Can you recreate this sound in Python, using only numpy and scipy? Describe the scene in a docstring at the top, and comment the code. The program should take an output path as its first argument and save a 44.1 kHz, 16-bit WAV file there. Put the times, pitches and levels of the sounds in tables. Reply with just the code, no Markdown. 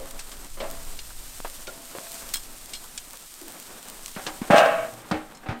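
"""Outdoors at a steel kettle grill, one microphone: meat sizzles as flickering noise grains over a duller rustle,
wind presses on the microphone as low noise, and bumps and tongs ring the grate and tongs as struck modes.
Fat spits in short noise bursts. After four seconds knocks and low thumps shake the bowl, then the lid drags
off its rest with a rattling clang of jolts, slips and grit. As it comes down over the meat the sizzle
dies away, and last knocks and thumps sound on the shut bowl. No distances are computed."""
import sys
import numpy as np
from scipy import signal
from scipy.fft import rfft, irfft, next_fast_len
from scipy.io import wavfile
from scipy.ndimage import uniform_filter1d

SR = 44100
rng = np.random.default_rng(int(sys.argv[2]) if len(sys.argv) > 2 else 0)


def materialize(psi):
    """Save the field psi as 16-bit PCM at rate SR to the path in sys.argv[1].

    A 1-D psi becomes a single channel; in a 2-D psi each row is a channel.
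    """
    bounded = np.clip(np.atleast_2d(psi).T, -1, 1)
    quanta = np.round(bounded * 32767).astype(np.int16)
    wavfile.write(sys.argv[1], SR, quanta)


N = 246957  # samples, 5.6 s

# Fire over time, sizzle before the lid lowers it: time_s, sizzle_db, rustle_db
FIRE_LEVELS = [(0.0, -45.5, -47), (0.37, -45.5, -48), (0.55, -45.5, -52), (0.79, -43, -46.5),
               (1.07, -43.5, -54), (1.4, -42, -53), (1.8, -43.5, -49), (2.2, -40, -48.5), (2.45, -44, -52),
               (3.1, -45, -53.5), (3.8, -44.5, -46.5), (4.15, -42.5, -49.5), (4.45, -44.5, -44),
               (4.95, -42, -48), (5.09, -42, -46.5), (5.3, -43, -48.5), (5.6, -42, -45.5)]
# Relative spectrum of fizzing fat: frequency_hz, level_db (per Hz)
SIZZLE_SPECTRUM = [(150, -9), (400, -12.5), (1000, -6), (2000, -5), (3300, -3), (5000, -2), (8600, -1),
                   (13500, 0), (16500, -19)]
# Relative spectrum of fire and handling rustle: frequency_hz, level_db (per Hz)
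RUSTLE_SPECTRUM = [(70, -19), (120, -3.5), (260, 5), (400, -0.5), (600, 0.5), (1300, -2), (2500, -10),
                   (4000, -14), (7000, -46)]
# Fat bubbles bursting: start_s, snap_level_db, centre_hz
FAT_POPS = [(0.4476, -31, 3740), (0.713, -24.5, 7200), (0.753, -33, 9100), (0.851, -33, 8600),
            (2.119, -24, 8780), (2.6599, -30, 8730), (2.8404, -33, 4490), (3.1085, -31, 7960),
            (3.1335, -29, 6720), (3.1727, -28, 7410), (3.341, -30, 8590), (3.415, -28.5, 7870),
            (3.4822, -28, 8730), (3.5223, -30, 8820), (3.6, -28, 5780), (3.829, -30, 4530),
            (3.9, -26, 7770)]
POP_T60_S, POP_HALF_WIDTH_OCTAVES, SPRAY_OVER_SNAP_DB = 0.0049, 1.4, -8
# The lid comes down over the meat and the sizzle dies away under it
LOWER_S, MUFFLE_DB_PER_S = 4.645, 20

# Wind on the microphone over time: time_s, level_db
WIND_LEVELS = [(0.0, -37.5), (0.2, -41), (0.76, -34.5), (1.57, -40.5), (2.06, -55), (2.24, -40), (2.6, -42),
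               (3.01, -48.5), (3.5, -55), (4.0, -50), (4.38, -45), (4.55, -51), (5.3, -52.5), (5.6, -49)]
# Relative spectrum of the wind: frequency_hz, level_db (per Hz)
WIND_SPECTRUM = [(4, -29), (8, 7.5), (18, 5), (30, -7.5), (60, -14), (90, -24.5), (150, -23.5), (260, -75),
                 (400, -80)]

# Bumps on the grate, the narrow ones heard as wavering, nearly pitched hums:
# start_s, level_db, centre_hz, rattle_t60_s, half_width_octaves, ring_db (over the bump)
GRATE_BUMPS = [(.001, -42.5, 490, 0.2, 0.39, -8), (.573, -44, 600, 0.35, 1.6, -12),
               (.604, -35.5, 690, 0.26, 1.75, -6), (.612, -31.5, 633, 0.3, 0.087, -36),
               (.637, -36.5, 624, 0.35, 1.3, -16), (1.104, -44, 1200, .086, .5, -30),
               (1.447, -28, 730, 0.097, 1.05, -27), (1.677, -40.5, 555, 0.18, 0.64, -10),
               (1.678, -34, 1394, 0.075, 0.035, -30), (1.951, -38, 454, .094, 2.2, -5),
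               (2.0, -42.5, 676, 0.41, 0.062, -17), (2.069, -38.5, 1200, 0.039, 1.6, -24),
               (2.22, -42.5, 800, .11, 1.3, -13), (2.841, -44.5, 1080, 0.11, 0.39, -36),
               (3.136, -44, 700, 0.14, 1.3, -17), (3.413, -43.5, 321, .27, 0.14, -21)]
# Modes of the grate, relative: pitch_hz, level_db, t60_s
GRATE_MODES = [(350, -11, .25), (385, -9, .25), (470, -7, .25), (532, -4, .3), (550, -1, .3),
               (600, -2, .15), (700, -5, .15), (845, -7, .12), (1012, -9, .25), (1075, -9, .3),
               (1184, -9, .2), (1680, -12, .25)]
# The hoop takes up the bars' motion late: pitch_hz, level_db (relative), rise_s, t60_s
HOOP_MODE = (668, .5, .11, .55)

# Tongs snapping together or on the grate, and one sharp fat pop at 4.06 s:
# start_s, level_db, centre_hz, chatter_t60_s, half_width_octaves, ring_db (over the clink)
CLINKS_AND_POP = [(.109, -33.5, 5330, 0.03, 1.4, -18), (.192, -34, 3350, 0.14, 1.5, -20),
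                  (.316, -39.5, 3100, 0.14, 1.8, -13), (.602, -35.5, 2950, 0.11, .6, -15),
                  (.99, -31, 3340, 0.044, 0.88, -12), (1.6705, -35, 2900, 0.099, 0.95, -30),
                  (2.3382, -19, 7000, 0.016, 2.4, -21), (2.3408, -17.5, 6440, 0.032, 1.5, -5),
                  (2.3569, -28, 6350, 0.036, 3.1, -2), (2.3685, -31.5, 6000, 0.048, 1.4, -3),
                  (2.735, -31.5, 4270, 0.09, 0.88, -9), (2.751, -37.5, 4200, 0.055, 0.68, -4),
                  (2.9768, -26.5, 4300, 0.047, 0.92, -23), (4.0605, -22.5, 5000, 0.0065, 0.94, -19),
                  (4.0807, -33, 3600, 0.029, 1.8, -16), (4.1506, -41, 3340, 0.046, 0.48, -10),
                  (4.2659, -28, 3870, 0.092, 0.7, -22), (5.114, -30, 3500, 0.043, 0.62, -21),
                  (5.349, -46.5, 5600, .05, 0.31, -6), (5.372, -45, 5100, 0.028, 0.76, -12)]
# Modes of the tongs, relative: pitch_hz, level_db, t60_s
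TONG_MODES = [(1650, -8, .06), (2300, -6, .05), (2900, -8, .05), (3295, -1, .07), (3700, -7, .05),
              (4177, -2, .13), (4800, -6, .05), (5300, -2, .07), (6654, -9, .1), (7343, -8, .08),
              (7750, -5, .04), (8200, -5, .07), (9130, -6, .04), (11800, -12, .05), (13200, -12, .04)]

# Hand and lid knocking the bowl, first open, then shut:
# start_s, level_db, rattle_t60_s, ring_db (over the knock)
BOWL_KNOCKS = [(4.163, -34.5, 0.32, -17.5), (4.193, -41, 0.16, -17), (4.265, -29, 0.18, -13),
               (4.289, -38, 0.11, -32), (4.416, -35.5, 0.18, -14), (4.434, -40, 0.16, -18),
               (4.924, -48, 0.12, -2), (5.112, -24, 0.19, -8.5), (5.141, -32, 0.32, -8),
               (5.433, -45, 0.41, -15), (5.459, -40, 0.33, -8), (5.487, -30.5, 0.27, -18),
               (5.509, -38.5, 0.21, -3.5)]
KNOCK_CENTRE_HZ, KNOCK_HALF_WIDTH_OCTAVES = 696, 1.37
# Modes of the bowl, relative: pitch_hz, level_db, t60_s
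BOWL_MODES = [(199, -2, .17), (240, -6, .3), (312, 0, .35), (458, -14, .4), (560, -6, .26), (610, -8, .3),
              (770, 1.5, .4), (826, -8, .3), (947, -9, .3), (1260, -9, .26), (1400, -10, .2),
              (1545, -13, .28), (1669, -9, .23), (1852, -12, .3), (2213, -12, .17), (2649, -7, .25)]

# Low thumps of the whole grill: start_s, level_db, pitch_hz, t60_s
GRILL_THUMPS = [(4.164, -25, 190, 0.052), (4.267, -25.5, 193, 0.02), (4.416, -14, 229.8, .033),
                (4.504, -6, 192, 0.04), (4.539, -8.5, 242, 0.039), (4.579, -26.5, 190, .091),
                (4.789, -42.5, 119, 0.37), (4.923, -43.5, 116, 0.55), (5.115, -13.5, 189, 0.041),
                (5.135, -31, 86.4, 0.15), (5.489, -14, 110, 0.043), (5.51, -23.5, 123, 0.058),
                (5.519, -32.5, 236, 0.4)]

# Lid dragged over its rest: time_s, force_db, grit_db (over the force)
DRAG_FORCE = [(4.505, -8.5, -25), (4.55, -8, -28), (4.569, -9, -20.5), (4.585, -8.5, -17.5),
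              (4.625, -10.5, -28.5), (4.871, -30, -31.5), (4.895, -47, -38), (4.92, -78, -6)]
CLATTER_OVER_FORCE_DB, CLANG_OVER_FORCE_DB = -8.0, -10.5
# Relative spectrum of the lid's dense sheet modes: frequency_hz, level_db (per Hz)
CLATTER_SPECTRUM = [(60, -70), (120, -42), (200, -32), (300, -25), (420, -42), (600, 11), (900, -3),
                    (1600, 1.5), (2100, -7.5), (2800, -8.5), (4500, -34), (8000, -64)]
# Relative spectrum of the scraping grit: frequency_hz, level_db (per Hz)
GRIT_SPECTRUM = [(1500, -40), (2800, 0), (5500, -5), (9000, -12), (13000, -15), (16000, -22)]
# Clear modes of the lid, relative: pitch_hz, level_db, t60_s
LID_MODES = [(192, -16, .2), (315, -11, .3), (485, -10, .45), (543, -3, .4), (578, -2, .3),
             (615, -3.5, .45), (646, -4, .65), (665, -1, .55), (683, -2, .4), (717, -3, .4), (792, -8, .35),
             (819, -1.5, .45), (910, -12, .25), (1064, -14, .4), (1123, -12, .5), (1166, -11, .4),
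             (1263, -11, .4), (1291, -9, .4), (1323, -7, .35), (1410, -13, .4), (1597, -6, .4),
             (1649, -6, .35), (1885, -12, .4), (2263, -13, .45), (2632, -14, .4), (2767, -15, .35),
             (2860, -17, .25), (3090, -16, .3), (3760, -24, .3), (4190, -25, .3)]
# The lid jolting as it slides off its rest: start_s, level_db, centre_hz
LID_JOLTS = [(4.502, -23, 575), (4.535, -22.5, 940), (4.544, -20, 810), (4.562, -21, 1220),
             (4.582, -15.5, 2000), (4.602, -25, 1250), (4.66, -24, 1400)]
JOLT_T60_S, JOLT_HALF_WIDTH_OCTAVES, JOLT_RING_DB = 0.028, 1.24, 5.5
# The hand steadies the lid and deadens it
GRIP_S, GRIP_DB_PER_S = 4.875, 112
# Tone of the whole lid drag, bass cut and a slight dip near 400 Hz: frequency_hz, gain_db
LID_DRAG_TONE = [(70, -30), (150, 0), (360, 0), (400, -6), (460, 0)]

# Treble colour of the microphone: frequency_hz, gain_db
MICROPHONE_RESPONSE = [(6500, -0.5), (8600, 3), (9600, -0.5), (10600, -6), (12000, -2.5), (13500, -4),
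                       (15000, 2)]
RECORDER_EDGE_HZ = 15900


def gain_of(db):
    """Decibels to a factor."""
    return 10 ** (np.asarray(db) / 20)


def evened(x):
    """Scales to rms 1."""
    return x / np.sqrt(np.mean(x ** 2) + 1e-20)


def curve(rows, column, outside_db=None):
    """One column of a table at every sample."""
    rows = np.array(rows)
    return np.interp(np.arange(N) / SR, rows[:, 0], rows[:, column], outside_db, outside_db)


def fall_after(start_s, db_per_s):
    """A steady fall in decibels from a given moment, as a factor."""
    return gain_of(-db_per_s * np.maximum(np.arange(N) / SR - start_s, 0))


def shaped(x, points):
    """Passes x through a (Hz, dB) response, straight over log frequency."""
    size = next_fast_len(len(x))
    point_hz, point_db = np.transpose(points)
    hz = np.fft.rfftfreq(size, 1 / SR)
    response_db = np.interp(np.log(hz + 1), np.log(point_hz + 1), point_db)
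    return irfft(rfft(x, size) * gain_of(response_db), size)[:len(x)]


def coloured(x, points):
    """Noise shaped by a relative spectrum, rms 1."""
    return evened(shaped(x, points))


def wander(per_s):
    """Slow random drift of rms 1: noise smoothed twice over 1/per_s seconds."""
    window = int(SR / per_s)
    once = uniform_filter1d(rng.standard_normal(N), window)
    return evened(uniform_filter1d(once, window))


def grains(spread_db, share, most):
    """Noise in which a share of the samples are clicks of very uneven size."""
    sizes = gain_of(spread_db * np.minimum(rng.exponential(1, N), most))
    clicks = sizes * (rng.random(N) < share)
    return rng.standard_normal(N) * (1 + clicks)


def ring(force, modes, late=None):
    """A struck body: the force convolved with dying sines of energy 1 in all."""
    t = np.arange(SR) / SR
    body = sum(gain_of(db - 60 * t / t60) * np.sin(2 * np.pi * hz * t) for hz, db, t60 in modes)
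    if late:
        hz, db, rise, t60 = late
        swell = 1 - np.exp(-(t / rise) ** 2)
        body = body + swell * gain_of(db - 60 * t / t60) * np.sin(2 * np.pi * hz * t)
    return signal.oaconvolve(force, body / np.linalg.norm(body))[:N]


def bursts(rows):
    """Rows (s, dB, Hz, t60, octaves) as dying noise, and as single clicks of the same colour and energy."""
    t = np.arange(SR // 4) / SR
    out = np.zeros((2, len(rows), N + SR), np.float32)
    noise = rng.standard_normal((len(rows), len(t)))
    for k, (s, db, hz, t60, octaves) in enumerate(rows):
        edges = np.clip(hz * 2 ** (max(octaves, .03) * np.array([-1, 1])), 30, .45 * SR)
        band = signal.butter(2, edges, "band", fs=SR, output="sos")
        decay = gain_of(-60 * t / t60)
        pair = signal.sosfilt(band, [noise[k] * decay, t == 0])
        # both take the energy of the bare decay
        pair *= np.linalg.norm(decay) / np.linalg.norm(pair, axis=1)[:, None]
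        out[:, k, round(s * SR):][:, :len(t)] = gain_of(db) * pair
    return out[..., :N]


def knocks(rows, modes, late=None):
    """A dying noise burst for each row; a click and that burst set the modes ringing."""
    rattle, blow = bursts([row[:5] for row in rows])
    ring_gains = gain_of([row[5] for row in rows])
    force = ring_gains @ (blow + .5 * rattle)
    return rattle.sum(0) + ring(force, modes, late)


def fire():
    """Tiny bubbles fizz in flickering clumps over a duller rustle; larger ones snap and spray."""
    fizz = coloured(grains(5.15, .015, 3.7) * gain_of(1.0 * wander(53)), SIZZLE_SPECTRUM)
    rustle = coloured(grains(4.7, 0.0081, 9.7) * gain_of(2.56 * wander(27.5)), RUSTLE_SPECTRUM)
    pops = [(s, db, hz, POP_T60_S, POP_HALF_WIDTH_OCTAVES) for s, db, hz in FAT_POPS]
    spray, snap = bursts(pops).sum(1)
    sizzle = gain_of(curve(FIRE_LEVELS, 1)) * fall_after(LOWER_S, MUFFLE_DB_PER_S) * fizz
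    return sizzle + gain_of(curve(FIRE_LEVELS, 2)) * rustle + snap + gain_of(SPRAY_OVER_SNAP_DB) * spray


def wind():
    """Lumpy pressure on the microphone: low noise whose level rises and falls."""
    return gain_of(curve(WIND_LEVELS, 1)) * coloured(rng.standard_normal(N), WIND_SPECTRUM)


def grate_bumps():
    """Bumps rattle or hum and ring the bars, and the hoop swells after them."""
    return knocks(GRATE_BUMPS, GRATE_MODES, HOOP_MODE)


def tong_clinks_and_pop():
    """Tongs chatter at the contact and ring in bright modes; one sharp fat pop is voiced the same way."""
    return knocks(CLINKS_AND_POP, TONG_MODES)


def bowl_knocks():
    """Hand and lid rattle against the bowl and set its modes ringing."""
    rows = [(s, db, KNOCK_CENTRE_HZ, t60, KNOCK_HALF_WIDTH_OCTAVES, ring_db)
            for s, db, t60, ring_db in BOWL_KNOCKS]
    return knocks(rows, BOWL_MODES)


def thumps():
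    """Dying low sines with a soft start, high-passed an octave below their pitch."""
    t = np.arange(SR // 2) / SR
    out = np.zeros(N + SR)
    for s, db, hz, t60 in GRILL_THUMPS:
        swing = gain_of(db - 60 * t / t60) * np.tanh(4.8 * hz * t) * np.sin(2 * np.pi * hz * t)
        high_pass = signal.butter(2, hz / 2, "high", fs=SR)
        out[round(s * SR):][:len(t)] += signal.lfilter(*high_pass, swing)
    return out[:N]


def lid_drag():
    """Jolts and uneven slips shake the lid's clear modes and its dense sheet clatter; grit scrapes on top."""
    # silent before and after the drag; smoothed over 60 samples
    force = gain_of(uniform_filter1d(curve(DRAG_FORCE, 1, -120), size=60))
    slips = evened(grains(3.2, 0.006, 2.4) * gain_of(0.83 * wander(110)))
    clatter = gain_of(CLATTER_OVER_FORCE_DB) * force * coloured(slips, CLATTER_SPECTRUM)
    grit = force * gain_of(curve(DRAG_FORCE, 2)) * coloured(slips, GRIT_SPECTRUM)
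    jolts = [(*row, JOLT_T60_S, JOLT_HALF_WIDTH_OCTAVES, JOLT_RING_DB) for row in LID_JOLTS]
    clang = gain_of(CLANG_OVER_FORCE_DB) * ring(force * slips, LID_MODES) + knocks(jolts, LID_MODES)
    deadened = fall_after(GRIP_S, GRIP_DB_PER_S) * clang
    return shaped(deadened + clatter + grit, LID_DRAG_TONE)


def scene():
    """All sources at the one microphone."""
    steel = grate_bumps() + tong_clinks_and_pop() + bowl_knocks()
    return (fire() + wind() + steel + thumps() + lid_drag())[None]


def record(dry):
    """The microphone's treble colour, then the recorder's band limit."""
    low_pass = signal.firwin(511, RECORDER_EDGE_HZ, window=("kaiser", 9), fs=SR)
    return signal.oaconvolve(shaped(dry[0], MICROPHONE_RESPONSE), low_pass, "same")[None]


dry = scene()
out = record(dry)
materialize(out)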